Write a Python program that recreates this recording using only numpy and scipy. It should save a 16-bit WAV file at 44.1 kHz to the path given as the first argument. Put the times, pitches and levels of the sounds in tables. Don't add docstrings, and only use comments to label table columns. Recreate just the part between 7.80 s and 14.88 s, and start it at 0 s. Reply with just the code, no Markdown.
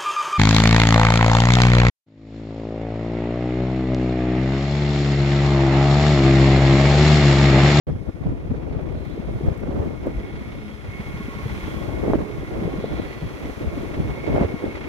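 import sys
import numpy as np
from scipy.fft import rfft, irfft, next_fast_len
from scipy.io import wavfile
from scipy.ndimage import uniform_filter1d, minimum_filter1d, map_coordinates

SR = 44100
rng = np.random.default_rng(int(sys.argv[2]) if len(sys.argv) > 2 else 0)


def waveform_to_disk(signal):
    frames = np.transpose(np.atleast_2d(signal))
    scaled = np.clip(frames, -1, 1) * 32767
    samples = np.round(scaled).astype(np.int16)
    wavfile.write(sys.argv[1], SR, samples)


N = 312228
T = np.arange(N) / SR
SIDES = np.array([[1], [-1]])


def amp(db):
    return 10 ** (np.asarray(db) / 20)


def unit(x):
    return x / np.sqrt(np.mean(x ** 2) + 1e-20)


def along(points, hz):
    f, v = np.transpose(points)
    return np.interp(np.log(hz + 1), np.log(f + 1), v)


def curves(rows):
    s, *cols = np.transpose(rows)
    return [np.interp(T, s, c) for c in cols]


def wobble(rate):
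    return map_coordinates(rng.standard_normal(int(N * rate / SR) + 4), [T * rate], mode="mirror")


def filtered(x, response):
    m = next_fast_len(N + 8192)
    return irfft(rfft(x, m) * response(np.fft.rfftfreq(m, 1 / SR)), m)[..., :N]


def coloured(x, spectrum):
    return unit(filtered(x, lambda hz: amp(along(spectrum, hz))))


def swelled(steady_db, swells, fall=0.44):
    bell = lambda age, length: np.exp(-(age / length / np.where(age > 0, fall, 1 - fall)) ** 2)
    power = amp(steady_db) ** 2 + sum(amp(db) ** 2 * bell(T - s, length) for s, length, db in swells)
    return 10 * np.log10(power)


def turns(hz, drift):
    return np.cumsum(hz * (1 + drift * wobble(3))) / SR


def tone(angle, order, fade_db=0.8):
    paths = []
    for drift in [0.26 * wobble(7.3), 2.3 * wobble(4), 2.34 * wobble(4)]:
        fading = amp(fade_db * (wobble(2.98) + 0.64 * wobble(14)))
        paths.append(unit(fading * np.sin(2 * np.pi * (order * angle + rng.random()) + drift)))
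    return np.array(paths)


# pitch_hz, level_db
DRONE_PARTIALS = [(106, -56), (212, -49), (317, -51), (424, -53.5)]
def drone():
    clock = turns(1, drift=0.0029)
    return sum(amp(db) * tone(clock, order=hz, fade_db=6.0) for hz, db in DRONE_PARTIALS)


# pitch_hz, width_hz, relative_db
AIR_RESONANCES = [(3270, 82, 10.5), (4310, 26, 8), (5100, 51, 7.5), (9100, 110, -5), (9380, 110, -2),
                  (10100, 200, -3)]
def whistles():
    whine_db, = curves(UPPER_WHINE)
    level_db = -66.5 + 0.5 * (whine_db - whine_db.mean()) + wobble(4.1)
    peaks = lambda hz: sum(amp(db) / (1 + (2 * (hz - pitch) / width) ** 2)
                           for pitch, width, db in AIR_RESONANCES)
    return amp(level_db) * unit(filtered(rng.standard_normal((3, N)), peaks))


# frequency_hz, relative_db
OIL_SPECTRUM = [(2000, -42), (3000, -8), (3400, -2), (3750, -7), (4050, -1), (4500, -14), (6000, -42)]
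# peak_s, length_s, level_db
OIL_SPURTS = [(1.3, 0.32, -60.5), (2.55, 0.2, -68), (2.88, 0.14, -68), (3.68, 0.18, -60),
              (5.152, 0.42, -56.5)]
def valves(seep_db=-16, sputter_db=2.2):
    clatter_db, _ = curves(SITE_CARRY)
    level_db = swelled(clatter_db + seep_db, OIL_SPURTS) + sputter_db * wobble(16)
    return amp(level_db) * coloured(rng.standard_normal((3, N)), OIL_SPECTRUM)


# frequency_hz, relative_db
RUSH_SPECTRUM = [(150, -23), (350, 15.5), (700, 17), (1200, 14.5), (1800, 14.5), (3500, 4), (4200, 3.5),
                 (4800, 0), (5600, 1), (6500, -0.5), (7900, -8), (9800, -5.5), (11400, -13.5), (15800, -23)]
FIZZ_SPECTRUM = [(5000, -40), (8000, -9), (9600, -1.5), (11400, 1), (13000, 3), (14200, -4), (15800, -9.5)]
def fans():
    _, fan_db = curves(SITE_CARRY)
    shimmer_db = 0.55 * wobble(9)
    fizz_db = -68.5 + 1.2 * (fan_db - fan_db.mean())
    rush = amp(fan_db + 14) * coloured(rng.standard_normal((3, N)), RUSH_SPECTRUM)
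    fizz = amp(fizz_db) * coloured(rng.standard_normal((3, N)), FIZZ_SPECTRUM)
    return amp(shimmer_db) * (rush + fizz)


def diesel(angle, spectrum, repeat, decay, uneven_db, cylinders=6):
    cycle = angle / 2 % 1
    cycle_samples = int(2 * N / angle[-1])
    pattern = rng.standard_normal((3, cycle_samples))[:, (cycle * cycle_samples).astype(int)]
    rattle = np.sqrt(repeat) * pattern + np.sqrt(1 - repeat) * rng.standard_normal((3, N))
    firing = cycle * cylinders
    strength = amp(uneven_db * unit(rng.standard_normal(cylinders)))[firing.astype(int)]
    return coloured(rattle * strength * np.exp(-decay * (firing % 1)), spectrum)


# frequency_hz, relative_db
PANEL_SPECTRUM = [(1500, -60), (2040, -22), (2115, 5), (2180, 1), (2255, -5), (2330, -17), (3200, -58)]
def panel(idle):
    _, octave_db = curves(GEAR_WHINE)
    return amp(octave_db - 2) * diesel(idle, PANEL_SPECTRUM, repeat=0.26, decay=1.7, uneven_db=2.5)


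# time_s, mesh_db, octave_db
GEAR_WHINE = [(0.1, -68, -66), (0.95, -70, -72), (1.15, -67, -65), (1.55, -74, -58), (2.25, -68, -57),
              (2.5, -64, -53.5), (2.98, -72, -60), (3.12, -62, -47.5), (3.5, -48, -52.5),
              (4.05, -51.5, -55), (4.2, -53.5, -50), (4.6, -53, -56.5), (5.1, -53.5, -53),
              (5.45, -62, -58.5), (6.2, -55, -56), (6.45, -54.5, -44.5), (6.8, -58, -49.5),
              (7.05, -57, -48.5)]
# time_s, relative_db
UPPER_WHINE = [(0.1, -70), (0.9, -83), (1.6, -65.5), (1.95, -75), (2.6, -64), (2.88, -63), (3.02, -66),
               (3.3, -63), (3.55, -66), (3.88, -54), (4.08, -63), (4.47, -71), (5.0, -60.5), (5.92, -69),
               (6.25, -64), (7.05, -66)]
def gears(crank, teeth=35):
    mesh_db, octave_db = curves(GEAR_WHINE)
    mesh = amp(mesh_db) * tone(crank, teeth) * unit(1 + 0.75 * wobble(70))
    octave = amp(octave_db) * tone(crank, 2 * teeth)
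    lower = amp(octave_db - 5) * tone(crank, 2 * teeth - 2)
    upper = amp(octave_db - 8) * tone(crank, 2 * teeth + 2)
    third = amp(curves(UPPER_WHINE)[0] - 2.5) * tone(crank, 3 * teeth, fade_db=3.0)
    fourth = amp(curves(SITE_CARRY)[0] - 20) * tone(crank, 4 * teeth, fade_db=9.0)
    roughness = unit(1 + 0.42 * wobble(45))
    return mesh + roughness * (octave + lower + upper) + third + fourth


PUMP_LOW = [-9, -8, -21, -21, -7.5, -25, -2, -15, -22, -32]
PUMP_HIGH = [-7, -1.5, -5.5]
# time_s, gain_db
PUMP_REACH = [(0.1, 0), (1.3, -4), (3.0, -1), (4.2, 1), (4.6, 0.5), (5.5, 2), (6.2, -6), (7.0, -8)]
def pump(crank, levels_db, reach, first, pistons=9):
    harmonics = sum(amp(db) * tone(crank, pistons * k) for k, db in enumerate(levels_db, first))
    return amp(curves(reach)[0]) * harmonics


# frequency_hz, relative_db
TRUCK_SPECTRUM = [(90, -31), (220, 11), (420, 10.5), (800, -14), (1100, 0.5), (1500, 1.5), (2020, 1),
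                  (2170, 2), (2420, 3.5), (2750, -2), (2950, -10), (3400, -9.5), (4500, -19), (7000, -36),
                  (15000, -56)]
LOADER_SPECTRUM = [(120, -27), (300, 6), (600, -0.5), (1000, 1.5), (1800, -9), (2020, 5), (2180, 1.5),
                   (2600, -11), (3500, -11.5), (4600, -18), (6000, -21.5), (9000, -40), (15000, -54)]
def engines(crank, idle):
    truck = amp(6.5) * diesel(crank, TRUCK_SPECTRUM, repeat=0.81, decay=0.48, uneven_db=4.5)
    loader = amp(4.5) * diesel(idle, LOADER_SPECTRUM, repeat=0.52, decay=0.93, uneven_db=5.5)
    return truck + loader


# frequency_hz, power_share
DIRECT_SHARE = [(100, 0.84), (700, 0.97), (1100, 0.77), (1900, 0.53), (2110, 0.82), (2200, 0.9),
                (2320, 0.5), (3400, 0.56), (5200, 0.34), (7500, 0), (13000, 0.1)]
# frequency_hz, phase_rad
LEFT_LEAD = [(200, .2), (1100, .9), (1400, 1.6), (1650, 2.8), (1900, 2.5), (2170, 4.4), (2400, 3.7),
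             (2950, 4.8), (3270, 6), (4650, 9.2), (6120, 12.5), (10900, 20.7), (15400, 29)]
def at_ports(paths):
    direct = lambda hz: along(DIRECT_SHARE, hz)
    lead = lambda hz: np.exp(1j * SIDES * along(LEFT_LEAD, hz) / 2)
    straight = filtered(paths[0], lambda hz: np.sqrt(direct(hz)) * lead(hz))
    return straight + filtered(paths[1:], lambda hz: np.sqrt(1 - direct(hz)))


# time_s, clatter_db, fan_db
SITE_CARRY = [(0.3, -67.5, -70), (0.85, -59, -71), (1.55, -60, -65), (2.1, -59.5, -65.5),
              (2.45, -53, -65.5), (3.0, -56, -63), (3.25, -51, -60.5), (3.85, -49.5, -57),
              (4.45, -57.5, -61), (5.05, -53, -61), (5.6, -53.5, -59), (6.2, -52, -60), (7.0, -49.5, -61.5)]
def machines(truck_hz=31.25, loader_hz=12.27):
    crank, idle = turns(truck_hz, drift=0.000505), turns(loader_hz, drift=0.00099)
    clatter = engines(crank, idle)
    carry = amp(curves(SITE_CARRY)[0] + 1.5 + 1.4 * wobble(6.8))
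    running = carry * (clatter + pump(crank, PUMP_LOW, PUMP_REACH, first=1))
    pump_top = pump(crank, PUMP_HIGH, UPPER_WHINE, first=11)
    paths = running + pump_top + panel(idle) + fans() + valves() + whistles() + gears(crank) + drone()
    return at_ports(paths)


# start_s, relative_db
NEAR_TICKS = [(0.874, -58), (1.0157, -58.5), (1.124, -56), (1.2027, -55), (1.252, -55), (1.301, -54),
              (1.664, -57), (1.7774, -51), (1.8044, -52), (1.947, -54), (2.049, -54), (2.1012, -59),
              (2.2668, -49), (4.484, -52)]
def ticks(samples=400, decay_s=0.0089):
    out = np.zeros((2, N))
    for s, db in NEAR_TICKS:
        start = round(s * SR)
        envelope = amp(db - 60 * T[:samples] / decay_s)
        out[:, start:start + samples] += envelope * rng.standard_normal((2, samples))
    return out * amp([[-1], [5]])


# start_s, end_s, port (0 left, 1 right)
PORT_LULLS = [(0.186, 0.417, 1), (0.795, 0.915, 1), (0.968, 1.144, 1), (1.204, 1.48, 1), (1.718, 1.865, 1),
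              (2.046, 2.2, 1), (2.872, 3.023, 1), (3.933, 4.256, 1), (4.43, 4.555, 0), (5.282, 5.406, 1),
              (5.498, 5.612, 1), (5.71, 5.815, 1), (6.028, 6.167, 1), (6.665, 7.1, 1)]
def lulls(depth_db=19, fade_s=0.02):
    sunk = np.zeros((2, N))
    for start, end, port in PORT_LULLS:
        sunk[round(port)] += np.clip(np.minimum(T - start, end - T) / fade_s, 0, 1)
    return depth_db * sunk


# centre_s, length_s, depth_db
WIND_CALMS = [(0.335, 0.025, 6.5), (0.974, 0.018, 3), (1.793, 0.014, 6), (2.187, .025, 10),
              (2.966, 0.074, 3), (3.525, 0.021, 11), (4.67, .025, 9), (5.75, 0.019, 9), (6.795, 0.016, 7)]
def calms():
    return sum(db * np.exp(-((T - s) / length) ** 2) for s, length, db in WIND_CALMS)


def turbulence(spectrum, lumpy_db, lump_rate, window=3500):
    lumps = amp(lumpy_db * np.array([wobble(lump_rate), wobble(lump_rate)]))
    x = coloured(lumps * rng.standard_normal((2, N)), spectrum)
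    return x / np.sqrt(np.abs(uniform_filter1d(x ** 2, window, axis=1)) + 1e-6)


# frequency_hz, relative_db
RUMBLE_SPECTRUM = [(10, -37), (25, -9), (42, -4.5), (58, 2), (100, -4), (150, -3), (220, -10.5),
                   (300, -13.5), (600, -61), (1500, -90)]
FLUTTER_SPECTRUM = [(30, -33), (140, -23), (220, -5), (310, 2), (430, -2.5), (620, -8), (790, -16),
                    (1200, -23), (1800, -30), (4000, -46.5), (12000, -65.5)]
RASP_SPECTRUM = [(200, -42), (450, 3), (700, 4.5), (1100, -6), (1700, -39), (2200, -28), (2700, -55),
                 (5000, -60), (12000, -88)]
# time_s, flutter_db, rumble_db
PORT_BREEZE = [(0.1, -37.5, -25), (0.35, -39, -30.5), (0.6, -35.5, -29), (1.0, -31, -23.5),
               (1.3, -35.5, -29), (2.1, -31.5, -25), (2.45, -35.5, -33.5), (2.95, -42, -33.5),
               (3.3, -42, -32), (3.8, -38.5, -30), (4.15, -29.5, -25.5), (4.6, -35, -29),
               (4.95, -29.5, -27.5), (5.35, -37.5, -35.5), (5.85, -34, -31), (6.35, -31.5, -33),
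               (7.05, -33, -31.5)]
# peak_s, length_s, flutter_db, rumble_db
PORT_GUSTS = [(0.087, 0.045, -29.5, -27), (0.294, 0.03, -32.5, -27), (0.492, 0.074, -33, -21),
              (0.714, 0.031, -33.5, -22), (1.152, 0.015, -35, -27), (1.488, 0.024, -30.5, -22.5),
              (1.672, 0.053, -30, -23), (2.011, 0.15, -27.5, -38), (2.277, 0.037, -27, -33),
              (2.36, 0.049, -48, -30.5), (2.56, 0.041, -48, -29.5), (4.3, .1, -23.5, -26),
              (4.351, 0.019, -19, -29), (4.409, 0.05, -26, -28), (4.79, 0.14, -29.5, -40),
              (5.133, 0.042, -30, -25), (5.447, 0.054, -51, -27.5), (5.65, 0.076, -35.5, -34.5),
              (5.97, 0.047, -34, -28.5), (6.25, 0.18, -35, -25.5), (6.561, 0.12, -21.5, -21),
              (6.63, 0.044, -20, -28), (6.856, 0.056, -26, -39)]
def wind(windward_db=3):
    breeze_flutter_db, breeze_rumble_db = curves(PORT_BREEZE)
    s, length, gust_flutter_db, gust_rumble_db = np.transpose(PORT_GUSTS)
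    flurry_db = 1.17 * wobble(22)
    flutter_db = swelled(breeze_flutter_db + flurry_db, zip(s, length, gust_flutter_db)) - calms()
    rumble_db = swelled(breeze_rumble_db + flurry_db, zip(s, length, gust_rumble_db)) - 0.5 * calms()
    rumble_db = rumble_db + SIDES * windward_db / 2 - lulls()
    rasp_db = -34 + 1.51 * (flutter_db - flurry_db + 22)
    rumble = amp(rumble_db - 1.04) * turbulence(RUMBLE_SPECTRUM, lumpy_db=4.5, lump_rate=50, window=4400)
    flutter = amp(flutter_db - 1.13) * turbulence(FLUTTER_SPECTRUM, lumpy_db=4, lump_rate=80, window=2800)
    rasp = amp(rasp_db) * turbulence(RASP_SPECTRUM, lumpy_db=5.5, lump_rate=160)
    return rumble + flutter + rasp


# centre_s, peak_db, pitch_hz, left_minus_right_db
PORT_EDDIES = [(0.078, -27.5, 520, 2), (0.097, -20, 151, -9), (0.155, -22.5, 96, 0),
               (0.469, -11.5, 147, -2), (0.523, -19, 260, 1), (0.715, -15, 213, -1), (0.935, -26, 134, 4),
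               (1.173, -19.5, 97, 2), (1.270, -24, 168, 6), (1.344, -26.5, 240, 10), (1.379, -23.5, 380, 2),
               (1.401, -20.5, 199, 1), (1.477, -26, 183, 0), (1.561, -19.5, 127, -4),
               (1.611, -17.5, 334, 4), (1.685, -7.5, 82, 4.5), (1.835, -20.5, 435, 0), (1.892, -18, 276, 5),
               (1.977, -17, 226, 6), (2.003, -20.5, 80, 2), (2.271, -13.5, 450, 3), (2.383, -18, 48.4, 1),
               (2.484, -29, 330, -3), (2.538, -26, 148, 2), (2.619, -22, 222, 1), (2.784, -25.5, 302, 4),
               (3.093, -25.5, 100, 1), (3.201, -21.5, 171, -1), (3.345, -24.5, 180, -5),
               (3.407, -21.5, 205, 1), (3.485, -22, 228, -1), (3.663, -22, 111, 1), (3.745, -26.5, 216, -5),
               (3.881, -19, 292, 0), (3.942, -21.5, 278, -3), (4.014, -24, 184, 9), (4.194, -28, 308, 8),
               (4.238, -11, 366, 4.5), (4.281, -12.5, 440, 12), (4.302, -11, 216, -3), (4.335, -3, 537, 3),
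               (4.357, -10, 224, -12.5), (4.634, -20.5, 320, -3), (4.824, -16.5, 198, 2),
               (4.856, -16, 146, 9), (4.879, -16, 404, -2), (4.94, -19, 330, 5), (4.989, -20.5, 198, 2),
               (5.043, -13, 464, 5), (5.198, -13, 261, 7.5), (5.427, -23, 146, -2), (5.656, -22.5, 253, 6),
               (5.698, -19, 300, 4), (5.811, -19, 340, 5), (5.851, -27, 220, 0), (5.875, -16, 70, 5),
               (5.979, -21, 286, 9), (6.035, -23.5, 305, 11), (6.179, -20.5, 310, 2),
               (6.203, -14.5, 162, -3), (6.255, -21, 99, -3), (6.295, -21, 158, 5), (6.478, -12, 432, -2),
               (6.503, -20, 173, 0), (6.546, -15, 290, 1), (6.565, -12, 543, 5), (6.582, -4.5, 500, 7),
               (6.613, -9, 170, 3), (6.635, -14, 500, -3), (6.654, -15.5, 81, -2), (6.744, -18.5, 232, 8),
               (6.842, -14.5, 300, 1)]
def eddies(wake_db=-11.5, wake_s=0.046):
    blows, wake = np.zeros((2, N)), np.zeros(N)
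    phases = rng.standard_normal((len(PORT_EDDIES), 2, 1))
    for (s, db, hz, pan_db), phase in zip(PORT_EDDIES, phases):
        near = np.abs(T - s) < 0.06
        age = T[near] - s
        swings = 0.27 - 0.07 * db
        pulse = np.sin(2 * np.pi * hz * age + phase) / np.cosh(np.pi * hz * age / swings)
        blows[:, near] += amp(db + SIDES * pan_db / 2) * pulse / np.abs(pulse).max(axis=1, keepdims=True)
        wake[near] += amp(db + wake_db - 60 * np.abs(age) / wake_s) * (age > 0)
    puffs = uniform_filter1d(wake, size=130) * turbulence(FLUTTER_SPECTRUM, lumpy_db=-2.5, lump_rate=240)
    return blows + puffs


def scene():
    return machines() + wind() + eddies() + ticks()


def limiter(x, ceiling=0.68, hold_s=0.03):
    hold = int(hold_s * SR)
    needed = ceiling / np.maximum(np.abs(x).max(axis=0), ceiling)
    held = minimum_filter1d(needed, size=hold, origin=hold // 2 - 64)
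    return x * uniform_filter1d(held, size=128)


OPEN_S, FADE_IN_S, TOP_HZ = 0.068, 0.002, 15780
# frequency_hz, left_minus_right_db
PORT_BALANCE = [(120, 0.5), (250, -0.5), (550, -4), (1200, -3.5), (2400, -2), (4400, -1.5), (8500, 3),
                (13000, -2)]
def record(dry):
    opened = dry * np.clip((T - OPEN_S) / FADE_IN_S, 0, 1)
    ports = filtered(opened, lambda hz: amp(SIDES * along(PORT_BALANCE, hz) / 2))
    return filtered(limiter(ports), lambda hz: hz < TOP_HZ)


dry = scene()
out = record(dry)
waveform_to_disk(out)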